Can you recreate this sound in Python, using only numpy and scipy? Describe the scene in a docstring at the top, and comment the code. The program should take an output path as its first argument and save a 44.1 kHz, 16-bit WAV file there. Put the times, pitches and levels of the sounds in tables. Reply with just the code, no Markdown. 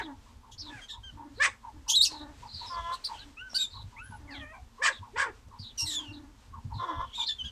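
"""A carpeted wooden pen, with a hand-held stereo microphone close to a scuffling litter of puppies.
Their vocal folds yip, grunt, squeal, whimper and whine, turning hoarse as the cycles grow uneven;
air forced through small noses and throats adds husky wheezes and short hoots. Fur brushes the carpet,
paws bump the floor, claws tick, the boards throw the calls back, and the room rumbles faintly."""
import sys
import numpy as np
from scipy import signal
from scipy.fft import rfft, irfft, next_fast_len
from scipy.io import wavfile
from scipy.ndimage import map_coordinates

SR = 44100
rng = np.random.default_rng(int(sys.argv[2]) if len(sys.argv) > 2 else 0)


def int16_out(signal):
    """Quantize to a 16-bit WAV file."""
    q = np.round(np.clip(np.atleast_2d(signal).T, -1, 1) * 32767)
    wavfile.write(sys.argv[1], SR, q.astype(np.int16))


N = 331191
BAND_LIMIT_HZ = 14350


def amp(db):
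    """Decibels to gain."""
    return 10 ** (np.asarray(db) / 20)


def unit(x):
    """Scales to rms 1."""
    return x / np.sqrt(np.mean(abs(x) ** 2) + 1e-20)


def read(points, hz):
    """Reads a spectrum on a log-frequency axis."""
    f, value = np.transpose(points)
    return np.interp(np.log(hz + 1), np.log(f + 1), value)


def add(mix, s, sound):
    """Mixes a sound in at s seconds."""
    at = round(s * SR)
    sound = sound[max(0, -at):]
    part = mix[max(0, at):][:len(sound)]
    part += sound[:len(part)]


def colour(x, points):
    """Filters by a (Hz, dB) spectrum."""
    size = next_fast_len(len(x) + 2048)
    gain = amp(read(points, np.fft.rfftfreq(size, 1 / SR)))
    return irfft(rfft(x, size) * gain, size)[:len(x)]


def wander(steps):
    """A smooth random curve of rms 1 that takes a new value at each whole step."""
    values = rng.standard_normal(int(steps[-1]) + 4)
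    return unit(map_coordinates(values, [steps + 1], order=3, mode="nearest"))


def resonate(x, hz, width_hz):
    """Two passes through a resonance that follows hz, scaled to rms 1."""
    turn = np.exp(2j * np.pi * np.cumsum(hz * np.ones(len(x))) / SR)
    pole = np.exp(-np.pi * width_hz / SR)
    for _ in range(2):
        x = (turn * signal.lfilter([1 - pole], [1, -pole], x / turn)).real
    return unit(x)


def clock(s, length):
    """The times t of one sound and its progress u from 0 to 1."""
    t = np.arange(s, s + length, 1 / SR)
    return t, np.linspace(0, 1, len(t))


def away(u, crest):
    """Distance from the crest of a call: 0 there, 1 at both ends."""
    crest = np.clip(crest, .05, .95)
    return np.maximum((crest - u) / crest, (u - crest) / (1 - crest))


def glide(u, crest, start_hz, crest_hz, end_hz):
    """Pitch curves in to its crest value and away again."""
    return crest_hz + (np.where(u < crest, start_hz, end_hz) - crest_hz) * away(u, crest) ** 2


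def held(t, attack_s, release_s):
    """Attack, hold and release, in dB."""
    ramps = np.minimum((t - t[0]) / attack_s, (t[-1] - t) / release_s)
    return 20 * np.log10(np.clip(ramps, 1e-3, 1))


def quaver(t, depth_db=2.5, per_s=48):
    """The unsteady effort of a soft call, in dB."""
    return depth_db * wander((t - t[0]) * per_s)


def vocal_folds(course, throat, count, jitter, jitter_hz, warble, chaos, spread, air, softness_db,
                fade_s=0.0077):
    """Folds vibrate on a gliding pitch; rasp makes their cycles differ in length and strength."""
    t, hz, fundamental_db, overtones_db, rasp, *mouth_hz = course
    rasp, age = np.clip(rasp, 0, 1), t - t[0]
    # a strained voice cracks: its pitch hops between two nearby registers
    hops = np.tanh(3 * wander(age * 110))
    unsteady = rasp * (jitter * np.clip(wander(age * jitter_hz), -2, 2) + warble * hops)
    turns = np.cumsum(hz * (1 + unsteady)) / SR
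    flutter_steps = spread * np.cumsum(hz) / SR
    partials = []
    for k in range(1, count + 1):
        noisy = np.clip(chaos * rasp ** 2 * np.sqrt(k), 0, .95)  # higher partials break up sooner
        flutter = (wander(flutter_steps) + 1j * wander(flutter_steps)) / np.sqrt(2)
        swing = np.exp(2j * np.pi * (k * turns + rng.random()))
        partials.append(np.sqrt(2) * ((np.sqrt(1 - noisy) + np.sqrt(noisy) * flutter) * swing).real)
    overtone_hz = np.arange(2, count + 1)[:, None] * hz
    # weaker calls close the folds more gently and lose treble, octave by octave
    slack = np.clip((-23.5 - overtones_db) / 8, 0, 1.5) + np.clip(1 - rasp / 0.18, 0, 1)
    octaves = np.log2(np.maximum(overtone_hz / 2200, 1))
    shape_db = read(throat, overtone_hz) - softness_db * slack * octaves
    if mouth_hz:
        shape_db += 13 / (1 + ((overtone_hz - mouth_hz[0]) / 210) ** 2)
    gains = amp(shape_db) * (overtone_hz < BAND_LIMIT_HZ + 1000)
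    overtones = (gains * partials[1:]).sum(0) / np.sqrt((gains ** 2).sum(0) + 1e-12)
    # air escapes in a puff each time the folds open
    puffs = rng.standard_normal(len(t)) * (1 + np.cos(2 * np.pi * turns))
    hiss = air * rasp * unit(colour(puffs, [(throat[0][0] / 2, -50)] + list(throat)))
    sound = amp(fundamental_db) * partials[0] + amp(overtones_db) * (overtones + hiss)
    return sound * np.clip(np.minimum(age, t[-1] - t) / fade_s, 0, 1)


def calls(courses, throat, gain_db, **folds):
    """Voices each course: times, pitch, fundamental dB, overtones dB, rasp and perhaps mouth Hz."""
    out = np.zeros(N)
    for course in courses:
        times = course[0]
        add(out, times[0], vocal_folds(course, throat, **folds))
    return amp(gain_db) * out


def airway(rows, fall, width_hz, upper_ratio, upper_db, rise, gain_db):
    """Air whistles through a narrow passage: a fuzzy falling resonance with a weaker one above it."""
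    out = np.zeros(N)
    for s, length, start_hz, db in rows:
        _, u = clock(s, length)
        hz = start_hz * (1 - fall) ** u * (1 + 0.032 * wander(u * length * 90))
        flow = rng.standard_normal(len(u))
        main = resonate(flow, hz, width_hz)
        upper = resonate(flow, hz * upper_ratio, width_hz * 4)
        swell = np.interp(u, [0, rise, .6, 1], [0.036, 0.91, 0.69, 0.45])
        add(out, s, amp(db + gain_db) * swell * (main + amp(upper_db) * upper))
    return out


# Yips, close to the microphone. Each row: start and length in seconds, crest position 0-1, crest pitch
# in Hz, relative level in dB, seconds until the voice breaks, first and last mouth resonance in Hz,
# rasp 0-1.
YIPS = [(-0.075, 0.12, 0.43, 462.6, -23.5, .01, 1530, 1510, 0.79),
        (1.369, 0.13, 0.53, 616.5, -15.5, .052, 1510, 2320, 1),
        (4.787, 0.15, .48, 628.7, -18, .035, 1780, 1480, 0.99),
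        (5.128, .195, 0.38, 544, -23, 0.031, 1800, 1360, 0.84)]
# The yipping throat. Each row: frequency in Hz, gain in dB.
YIP_THROAT = [(700, -2.5), (1000, 4.5), (1280, -9.5), (1750, -2), (2400, -4.5), (2800, -12), (3200, -6.5),
              (4100, -17), (5100, -10.5), (6400, -16.5), (8200, -11.5), (9700, -39), (11000, -37.5),
              (14000, -52.5)]


def yips(lead_s=0.026, snap_s=.008, muted_db=22.5, drop_db=35.5, bend=.42):
    """A hum, then the mouth snaps open and the voice breaks; pitch and effort share one arch."""
    courses = []
    for s, length, crest, crest_hz, db, breaks_s, mouth_start_hz, mouth_end_hz, rough in YIPS:
        t, u = clock(s, length)
        slack = away(u, crest) ** 2
        shut = 1 - np.clip((t - s - lead_s) / snap_s, 0, 1)
        hum_db = -38 - 8.5 * (1 - slack) ** 2 + held(t, attack_s=0.029, release_s=0.035)
        overtones_db = db - drop_db * slack - muted_db * shut
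        rasp = np.interp(t - s, [breaks_s, breaks_s + snap_s, length], [0.082, rough, 0.8 * rough])
        mouth_hz = mouth_start_hz + (mouth_end_hz - mouth_start_hz) * u
        courses.append((t, crest_hz * (1 - bend * slack), hum_db, overtones_db, rasp, mouth_hz))
    return calls(courses, YIP_THROAT, gain_db=-4, count=22, jitter=0.051, jitter_hz=306.7,
                 warble=.025, chaos=1, spread=.55, air=0.079, softness_db=11.5)


# The room around the pen. Each row: frequency in Hz, relative noise density in dB.
ROOM_TONE = [(12, -25), (20, -0.5), (54, 3.5), (77, -9), (109, -2), (161, -28), (229, -4), (346, -22.5),
             (419, -16.5), (668, -26), (903, -15), (2360, -34.5), (3190, -30), (6500, -34), (14000, -41)]


def room_tone(level_db=-59):
    """The room's faint, steady rumble."""
    return amp(level_db) * unit(colour(rng.standard_normal(N), ROOM_TONE))


# Sweeps over the carpet, close by. 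Each row: start and length in seconds, relative peak in dB.
BRUSHES = [(0.582, 0.32, -57.5), (1.953, 0.32, -55.5), (2.27, 0.93, -55.5), (2.85, 0.55, -55),
           (3.462, 0.25, -57.5), (5.7, 0.5, -56.5), (7.0, 0.54, -70)]


def scuffling(stir_db=-63, shuffle_db=-59):
    """The litter never lies still: bodies shuffle with a rumble, fur and paws brush the carpet."""
    t = np.arange(N) / SR
    rumble, rustle = rng.standard_normal((2, N))
    rumble = unit(colour(rumble, [(20, -14), (50, 3), (105, -2.5), (160, -19), (235, -23),
                                  (400, -41.5), (1500, -59.5)]))
    rustle = unit(colour(rustle, [(100, -8), (500, 4), (1500, 2.5), (4000, -0.5), (8000, -5),
                                  (10000, -18.5), (14000, -23.5)]))
    brushing = np.full(N, amp(stir_db))
    for s, length, db in BRUSHES:
        _, u = clock(s, length)
        add(brushing, s, amp(db) * np.sin(np.pi * u) ** 2)
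    shuffling = amp(shuffle_db + 6.5 * wander(t * 11))
    flicker = amp(-4 + 2 * wander(t * 14))
    return shuffling * rumble + brushing * flicker * rustle


# Grunts, quiet even this close. Each row: start and length in seconds, first and last pitch in Hz,
# relative level in dB, overtones in dB against that level.
GRUNTS = [(0.01, 0.13, 340, 258.4, -48.5, -10.5), (0.614, .14, 296, 298.3, -51, -11.5),
          (1.132, 0.23, 292, 278, -51.5, -16), (1.73, 0.09, 290, 289, -58, -14.5),
          (2.085, 0.28, 311.4, 280, -51.5, -7.5), (3.222, 0.11, 295, 285.3, -57.5, -18),
          (4.193, 0.26, 295.8, 283, -52.5, -8.5), (5.8, .54, 307, 286.5, -52.5, -15.5),
          (6.802, 0.18, 395, 269, -52, 0)]
# The grunting throat. Each row: frequency in Hz, gain in dB.
GRUNT_THROAT = [(550, 11), (900, 16), (1300, 8), (1900, 8.5), (2600, -53), (5000, -28.5)]


def grunts(drop_db=13, rasp=.33):
    """Low moans that swell and fade, most of them sagging in pitch."""
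    courses = []
    for s, length, start_hz, end_hz, db, overtones_db in GRUNTS:
        t, u = clock(s, length)
        hz = start_hz + (end_hz - start_hz) * u
        level = db - drop_db * away(u, 0.61) ** 2 + quaver(t)
        courses.append((t, hz, level, level + overtones_db, rasp))
    return calls(courses, GRUNT_THROAT, gain_db=3, count=10, jitter=0.085, jitter_hz=102,
                 warble=0.027, chaos=0.37, spread=0.64, air=1.8, softness_db=9)


# Breath near the microphone. Each row: start and length in seconds, first pitch in Hz,
# relative level in dB.
WHEEZES = [(0.01, 0.058, 4040, -44), (0.64, 0.071, 4070, -42.5), (1.35, 0.15, 4330, -48.5),
           (2.08, 0.16, 4340, -42.5), (2.46, 0.24, 4430, -43.5), (2.52, 0.14, 4780, -39.5),
           (2.65, 0.11, 5480, -42.5), (2.72, 0.26, 3430, -50), (3.12, .12, 3310, -48.5),
           (3.18, 0.068, 4220, -46), (3.49, 0.075, 5970, -49), (3.7, .13, 4360, -44.5),
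           (4.3, 0.075, 4680, -48.5), (4.33, .094, 3660, -44), (4.91, 0.084, 3920, -44.5),
           (5.585, .054, 5050, -42.5), (5.62, 0.1, 4130, -42.5), (6.12, 0.07, 4250, -49),
           (6.73, .12, 4120, -46), (6.83, 0.43, 3520, -53)]


def wheezes():
    """Breath squeezes through a narrow throat in a high, husky band."""
    return airway(WHEEZES, fall=.14, width_hz=436, upper_ratio=1.7, upper_db=-26, rise=0.26, gain_db=-3)


# Hoots between the calls. Each row: start in seconds, first pitch in Hz, relative level in dB.
HOOTS = [(0.071, 953, -51), (0.259, 1037, -58.5), (0.429, 980, -54), (0.66, 1040, -50.5),
         (0.921, 1020, -51.5), (1.168, 1007, -46), (1.628, 1011, -43.5), (1.86, 990, -47),
         (2.1, 990, -45.5), (2.418, 1013, -47), (2.605, 1000, -43), (3.083, 1005, -41), (3.739, 1060, -49),
         (3.919, 963, -53), (4.105, 935, -50.5), (4.52, 1065, -51), (4.777, 1044, -45.5),
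         (5.015, 1013, -48.5), (5.509, 1070, -50.5), (5.789, 1055, -52), (5.969, 1037, -51),
         (6.524, 1090, -47.5), (6.696, 978, -45.5), (7.172, 989, -42)]


def hoots(length_s=.074):
    """A short puff of air sounds the resonance of a nose."""
    rows = [(s, length_s, hz, db) for s, hz, db in HOOTS]
    return airway(rows, fall=0.1, width_hz=124, upper_ratio=1.2, upper_db=-22.5, rise=0.27, gain_db=1)


# Short squeals at close range. Each row: start and length in seconds, crest position 0-1, first, crest
# and last pitch in Hz, relative level in dB, overtones in dB against it, rasp 0-1, cycles per beat.
SQUEALS = [(0.511, 0.049, 0.24, 3970, 3500, 2950, -53, -5, 0.88, 1),
           (0.576, 0.066, 0.5, 4570, 4950, 3910, -41, -37, 1, 1),
           (0.881, 0.078, 0.41, 4060, 3564, 3400, -41, -17.5, 0.69, 2),
           (2.917, 0.049, 0.57, 4320, 3950, 4020, -42, -13.5, 1, 1),
           (3.038, 0.044, 0.25, 4280, 4510, 3950, -31, -21, 0.76, 1),
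           (3.542, 0.042, 0.55, 4350, 4490, 4520, -25.5, -20, 0.49, 3),
           (3.579, 0.081, 0.54, 3840, 3720, 3510, -27, -13.5, 0.29, 3),
           (5.774, 0.079, .42, 3004, 2730, 2790, -41, 10.5, 0.33, 1),
           (7.257, 0.043, 0.54, 3790, 4180, 4500, -31.5, -36, 0.9, 1),
           (7.282, 0.053, 0.17, 3680, 3490, 3650, -29.5, -22.5, 0.42, 2),
           (7.382, 0.048, 0.58, 3300, 3070, 2960, -34, -26.5, 0.16, 1),
           (7.433, 0.07, .38, 3080, 3257, 2970, -38.5, -21.5, 0.46, 2)]
# The squealing throat. Each row: frequency in Hz, gain in dB.
SQUEAL_THROAT = [(4000, 9), (5600, 11.5), (7500, 2.5), (9000, -4.5), (11000, -7.5), (14000, -13)]


def squeals(drop_db=9.5, clearing=0.31):
    """Single pushes swell to a crest as their hoarseness eases; the long squeals share this voice."""
    courses = []
    for s, length, crest, start_hz, crest_hz, end_hz, db, overtones_db, rasp, _ in SQUEALS:
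        t, u = clock(s, length)
        hz = glide(u, crest, start_hz, crest_hz, end_hz)
        level = db - drop_db * away(u, crest) ** 1.54
        courses.append((t, hz, level, level + overtones_db, rasp * (1 - clearing * u)))
    courses += long_squeal_courses()
    groups = [row[-1] for row in SQUEALS] + list(LONG_SQUEAL_GROUPS)
    roughness = undertones(courses, groups)
    voice = calls(courses, SQUEAL_THROAT, gain_db=-0.5, count=5, jitter=0.063, jitter_hz=910,
                  warble=.07, chaos=0.34, spread=.4, air=1, softness_db=5.5)
    tiny_mouth = [(1500, -17.5), (2100, -30), (2600, -1), (14000, 3.5)]  # radiates lows poorly
    return colour(voice, tiny_mouth) + roughness


# Whimpers in the pen. Each row: start and length in seconds, turning point 0-1, first, turning and
# last pitch in Hz, relative level in dB, seconds until the mouth shuts, rasp 0-1.
WHIMPERS = [(0.694, 0.13, 0.37, 910, 858, 572, -49.5, .2, 0.26),
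            (0.807, 0.066, 0.6, 1620, 1612, 1580, -44.5, .2, .16),
            (1.029, 0.085, 0.37, 1570, 1586, 1400, -43.5, .2, 0.01),
            (3.174, 0.078, 0.97, 1343, 1656, 1730, -48, 0, 0.12),
            (3.365, .15, 0.6, 1200, 1530, 1375, -40.5, 0.052, 0.06),
            (3.54, 0.096, 0.45, 1380, 1575, 1410, -39.5, 0, 0),
            (3.959, 0.22, .53, 932, 1558, 1370, -43.5, 0.048, 0.15),
            (4.271, 0.3, .56, 1154, 600, 687, -48.5, 0.26, 0.16),
            (4.528, 0.09, 0.2, 693, 802, 690, -47.5, 0.043, 0.22)]
# The whimpering throat. Each row: frequency in Hz, gain in dB.
WHIMPER_THROAT = [(1200, 4), (2000, 17), (3100, 0), (4300, -20), (6300, 2), (8000, -5), (10500, -5),
                  (13000, -29)]


def whimpers(open_db=10, shut_db=-18.5, shutting_s=0.011, shut_loss_db=5.5, rise_db=1.5):
    """Soft glides; once the mouth shuts, little but the fundamental is left."""
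    courses = []
    for s, length, turn, start_hz, turn_hz, end_hz, db, shuts_s, rasp in WHIMPERS:
        t, u = clock(s, length)
        hz = glide(u, turn, start_hz, turn_hz, end_hz)
        shut = (1 + np.tanh((t - s - shuts_s) / shutting_s)) / 2
        level = db + held(t, attack_s=.012, release_s=0.038) + rise_db * u + quaver(t)
        balance_db = open_db + (shut_db - open_db) * shut  # overtones over the fundamental
        fundamental_db = level - shut_loss_db * shut - 10 * np.log10(1 + amp(balance_db) ** 2)
        courses.append((t, hz, fundamental_db, fundamental_db + balance_db, rasp))
    return calls(courses, WHIMPER_THROAT, gain_db=-3, count=10, jitter=0.11, jitter_hz=410,
                 warble=.04, chaos=2.5, spread=0.16, air=1, softness_db=9)


# Paws and bodies on the floor of the pen. Each row: start in seconds, relative peak in dB.
BUMPS = [(0.746, -41.5), (1.119, -39.5), (2.535, -39.5), (3.835, -35.5), (4.093, -35), (4.38, -38.5),
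         (4.992, -37.5), (5.162, -42.5), (5.457, -46), (5.587, -33.5), (5.825, -33.5), (6.078, -39),
         (6.56, -40), (6.644, -27.5), (6.755, -28.5), (7.048, -45.5), (7.43, -35.5)]


def paw_bumps(board_hz=92, rise_s=0.014, knock_db=-6):
    """Soft paws push the floor boards, which answer with a short dull ring."""
    out, t = np.zeros(N), np.arange(SR // 5) / SR
    push = t / rise_s * np.exp(-t / rise_s)
    for s, db in BUMPS:
        knock = resonate(rng.standard_normal(len(t)), hz=118, width_hz=70)
        ring = np.sin(2 * np.pi * board_hz * rng.uniform(0.756, 1.233) * t)
        thud = push * (ring + amp(knock_db) * knock)
        add(out, s, amp(db) * thud / abs(thud).max())
    # carpet and pads swallow the treble
    return colour(out, [(20, -2), (125, -1.5), (165, -8.5), (235, 3.5), (400, -11.5), (900, -41)])


def undertones(courses, groups, jitter=0.018, between_db=1, gain_db=-10):
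    """Cycles beating in twos or threes add a tone below a squeal and others between its harmonics."""
    out = np.zeros(N)
    for (t, hz, db, _, rasp), group in zip(courses, groups):
        if group < 2:
            continue
        age, step = t - t[0], 1 / group
        angle = 2 * np.pi * np.cumsum(hz * (1 + jitter * wander(age * 500))) / SR
        below = np.cos((1 - step) * angle)
        between = (np.cos((1 + step) * angle) + np.sin((2 - step) * angle)) / 2
        rough = unit((below + amp(between_db) * between) * (1 + .5 * wander(age * 200)))
        add(out, t[0], amp(db + gain_db) * rasp * rough * signal.windows.tukey(len(t), .2))
    return out


# Three drawn-out squeals close by, one curve each. Each row of a curve: time in seconds, pitch in Hz,
# relative levels of fundamental and overtones in dB, rasp 0-1.
LONG_SQUEALS = [
    [(1.877, 2500, -55, -43, 0.4), (1.902, 3276, -25.5, -28, 0.77), (1.92, 3204, -36, -29.5, 0.47),
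     (1.945, 3350, -23, -41.5, 0.15), (1.958, 4130, -22, -38.5, 0.48), (1.972, 3854, -19.5, -37.5, .15),
     (2.003, 3680, -25.5, -44.5, .07), (2.014, 3800, -13.5, -33.5, .05), (2.025, 4236, -25.5, -34.5, .5),
     (2.042, 4480, -20.5, -40, 0.6), (2.053, 3070, -31, -29.5, 0.85), (2.085, 2550, -47, -35.5, 0.4)],
    [(5.847, 4300, -43, -51, 0.26), (5.87, 4064, -36, -44.5, 0.48), (5.94, 3570, -37.5, -43, 0.61),
     (5.975, 3480, -31, -42.5, 0.01), (6.03, 3067, -49, -77, 0.5), (6.125, 2720, -49.5, -68, 0.18)],
    [(7.125, 3100, -51, -74, 0.45), (7.16, 3770, -37, -53, 0.36), (7.188, 3710, -40, -58, 0.39),
     (7.205, 3610, -27.5, -46.5, 0.18), (7.255, 3480, -38.5, -62, 0.85)],
]
# Each entry: cycles per beat in one of those squeals.
LONG_SQUEAL_GROUPS = (1, 2, 3)


def long_squeal_courses():
    """A drawn-out voice cracks between clean and hoarse along its own curve."""
    courses = []
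    for curve in LONG_SQUEALS:
        times, *columns = np.transpose(curve)
        t = np.arange(times[0], times[-1], 1 / SR)
        courses.append((t, *(np.interp(t, times, column) for column in columns)))
    return courses


# Clicks near the microphone. Each row: start in seconds, relative peak in dB.
TICKS = [(2.119, -30.5), (3.284, -45), (3.533, -31.5), (3.674, -54), (3.822, -42), (5.484, -42),
         (6.474, -64)]


def ticks(decay_s=0.0042, gain_db=-6):
    """Claws and small mouths make tiny dry clicks."""
    out, t = np.zeros(N), np.arange(SR // 20) / SR
    for s, db in TICKS:
        burst = rng.standard_normal(len(t)) * np.exp(-t / decay_s)
        tick = colour(burst, [(150, 6), (600, 8.5), (2500, -11), (8000, -9.5), (14000, -32)])
        add(out, s, amp(db + gain_db) * tick / abs(tick).max())
    return out


# Whines close by. Each row: start and length in seconds, pitch in Hz, relative level in dB, rasp 0-1.
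WHINES = [(2.693, 0.274, 337.9, -34.5, 0.18), (6.78, 0.2866, 338.4, -34.5, 0.27)]
# The whining throat. Each row: frequency in Hz, gain in dB.
WHINE_THROAT = [(500, 4), (690, -14.5), (850, -3), (1020, 6.5), (1200, 8), (1360, -7), (1700, -16.5),
                (2050, -22), (2700, -43.5), (3400, -13), (4200, -42), (5600, -30), (7500, -50.5),
                (11000, -51.5)]


def whines(bend=.045, fundamental_db=-48):
    """Held nasal notes, a little higher at both ends, start clean and turn hoarse in patches."""
    courses = []
    for s, length, hz, db, rough in WHINES:
        t, u = clock(s, length)
        pitch = hz * (1 + bend * away(u, 0.518) ** 2)
        level = db + held(t, attack_s=0.005, release_s=0.019) + quaver(t)
        rasp = rough * np.minimum(u / 0.11, 1) * (1 + .5 * wander((t - s) * 18))
        courses.append((t, pitch, level + fundamental_db, level, rasp))
    return calls(courses, WHINE_THROAT, gain_db=0, count=20, jitter=.035, jitter_hz=150,
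                 warble=.012, chaos=.7, spread=.7, air=.8, softness_db=1, fade_s=.022)


# A faint whistle. Its row: start and length in seconds, first pitch in Hz, relative level in dB.
WHISTLE = [(4.01, 0.17, 10660, -65)]


def whistle():
    """A very thin, high whistle of air rides on one whimper."""
    return airway(WHISTLE, fall=0.045, width_hz=110, upper_ratio=1.2, upper_db=-39, rise=0.3, gain_db=4)


# The pen and the room around it. Each row: frequency in Hz, seconds to die away by 60 dB.
ROOM_DECAY = [(200, 0.27), (1000, 0.21), (4000, 0.18), (8000, 0.2), (14000, 0.11)]


def pen_echoes(x, boards_db=-10, room_db=-13):
    """A few quick echoes off the boards, then the diffuse tail of the room."""
    t = np.arange(SR // 2) / SR
    early = np.zeros(len(t))
    early[(rng.uniform(.002, .018, size=8) * SR).astype(int)] = rng.choice([-1, 1], size=8)
    taps = rng.standard_normal(len(t)) * (rng.random(len(t)) < .1) * np.clip(t / 0.0052, 0, 1)
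    hz, age, bands = signal.stft(taps, SR, nperseg=256)
    decay = amp(-60 * age / read(ROOM_DECAY, hz)[:, None])
    tail = signal.istft(bands * decay, SR, nperseg=256)[1][:len(t)]
    echoes = amp(boards_db) * early / np.linalg.norm(early) + amp(room_db) * tail / np.linalg.norm(tail)
    return signal.fftconvolve(x, echoes)[:N]


# How the microphone's two ports differ. Each row: frequency in Hz, gain of the side signal in dB.
PORT_SPREAD = [(100, -53.5), (300, -34.5), (1000, -67), (3000, -59), (4800, -44.5), (7500, -9.5),
               (10000, -5), (14000, -17)]


def microphone(mono, source):
    """Both ports hear alike, except in the treble, where the echoes reach them differently."""
    side = colour(pen_echoes(source), PORT_SPREAD)
    return np.array([mono + side, mono - side])


def scene():
    """The whole litter in its pen, heard from close by."""
    voices = squeals() + whimpers() + yips() + grunts() + whines() + hoots() + wheezes() + whistle()
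    background = room_tone() + scuffling()
    direct = voices + ticks()
    mono = direct + pen_echoes(direct) + paw_bumps() + background
    return microphone(mono, voices + background)


def record(dry):
    """The hand-held recorder cuts off the highest treble."""
    lowpass = signal.firwin(511, BAND_LIMIT_HZ, window=("kaiser", 9), fs=SR)
    return signal.oaconvolve(dry, lowpass[None], "same")


dry = scene()
out = record(dry)
int16_out(out)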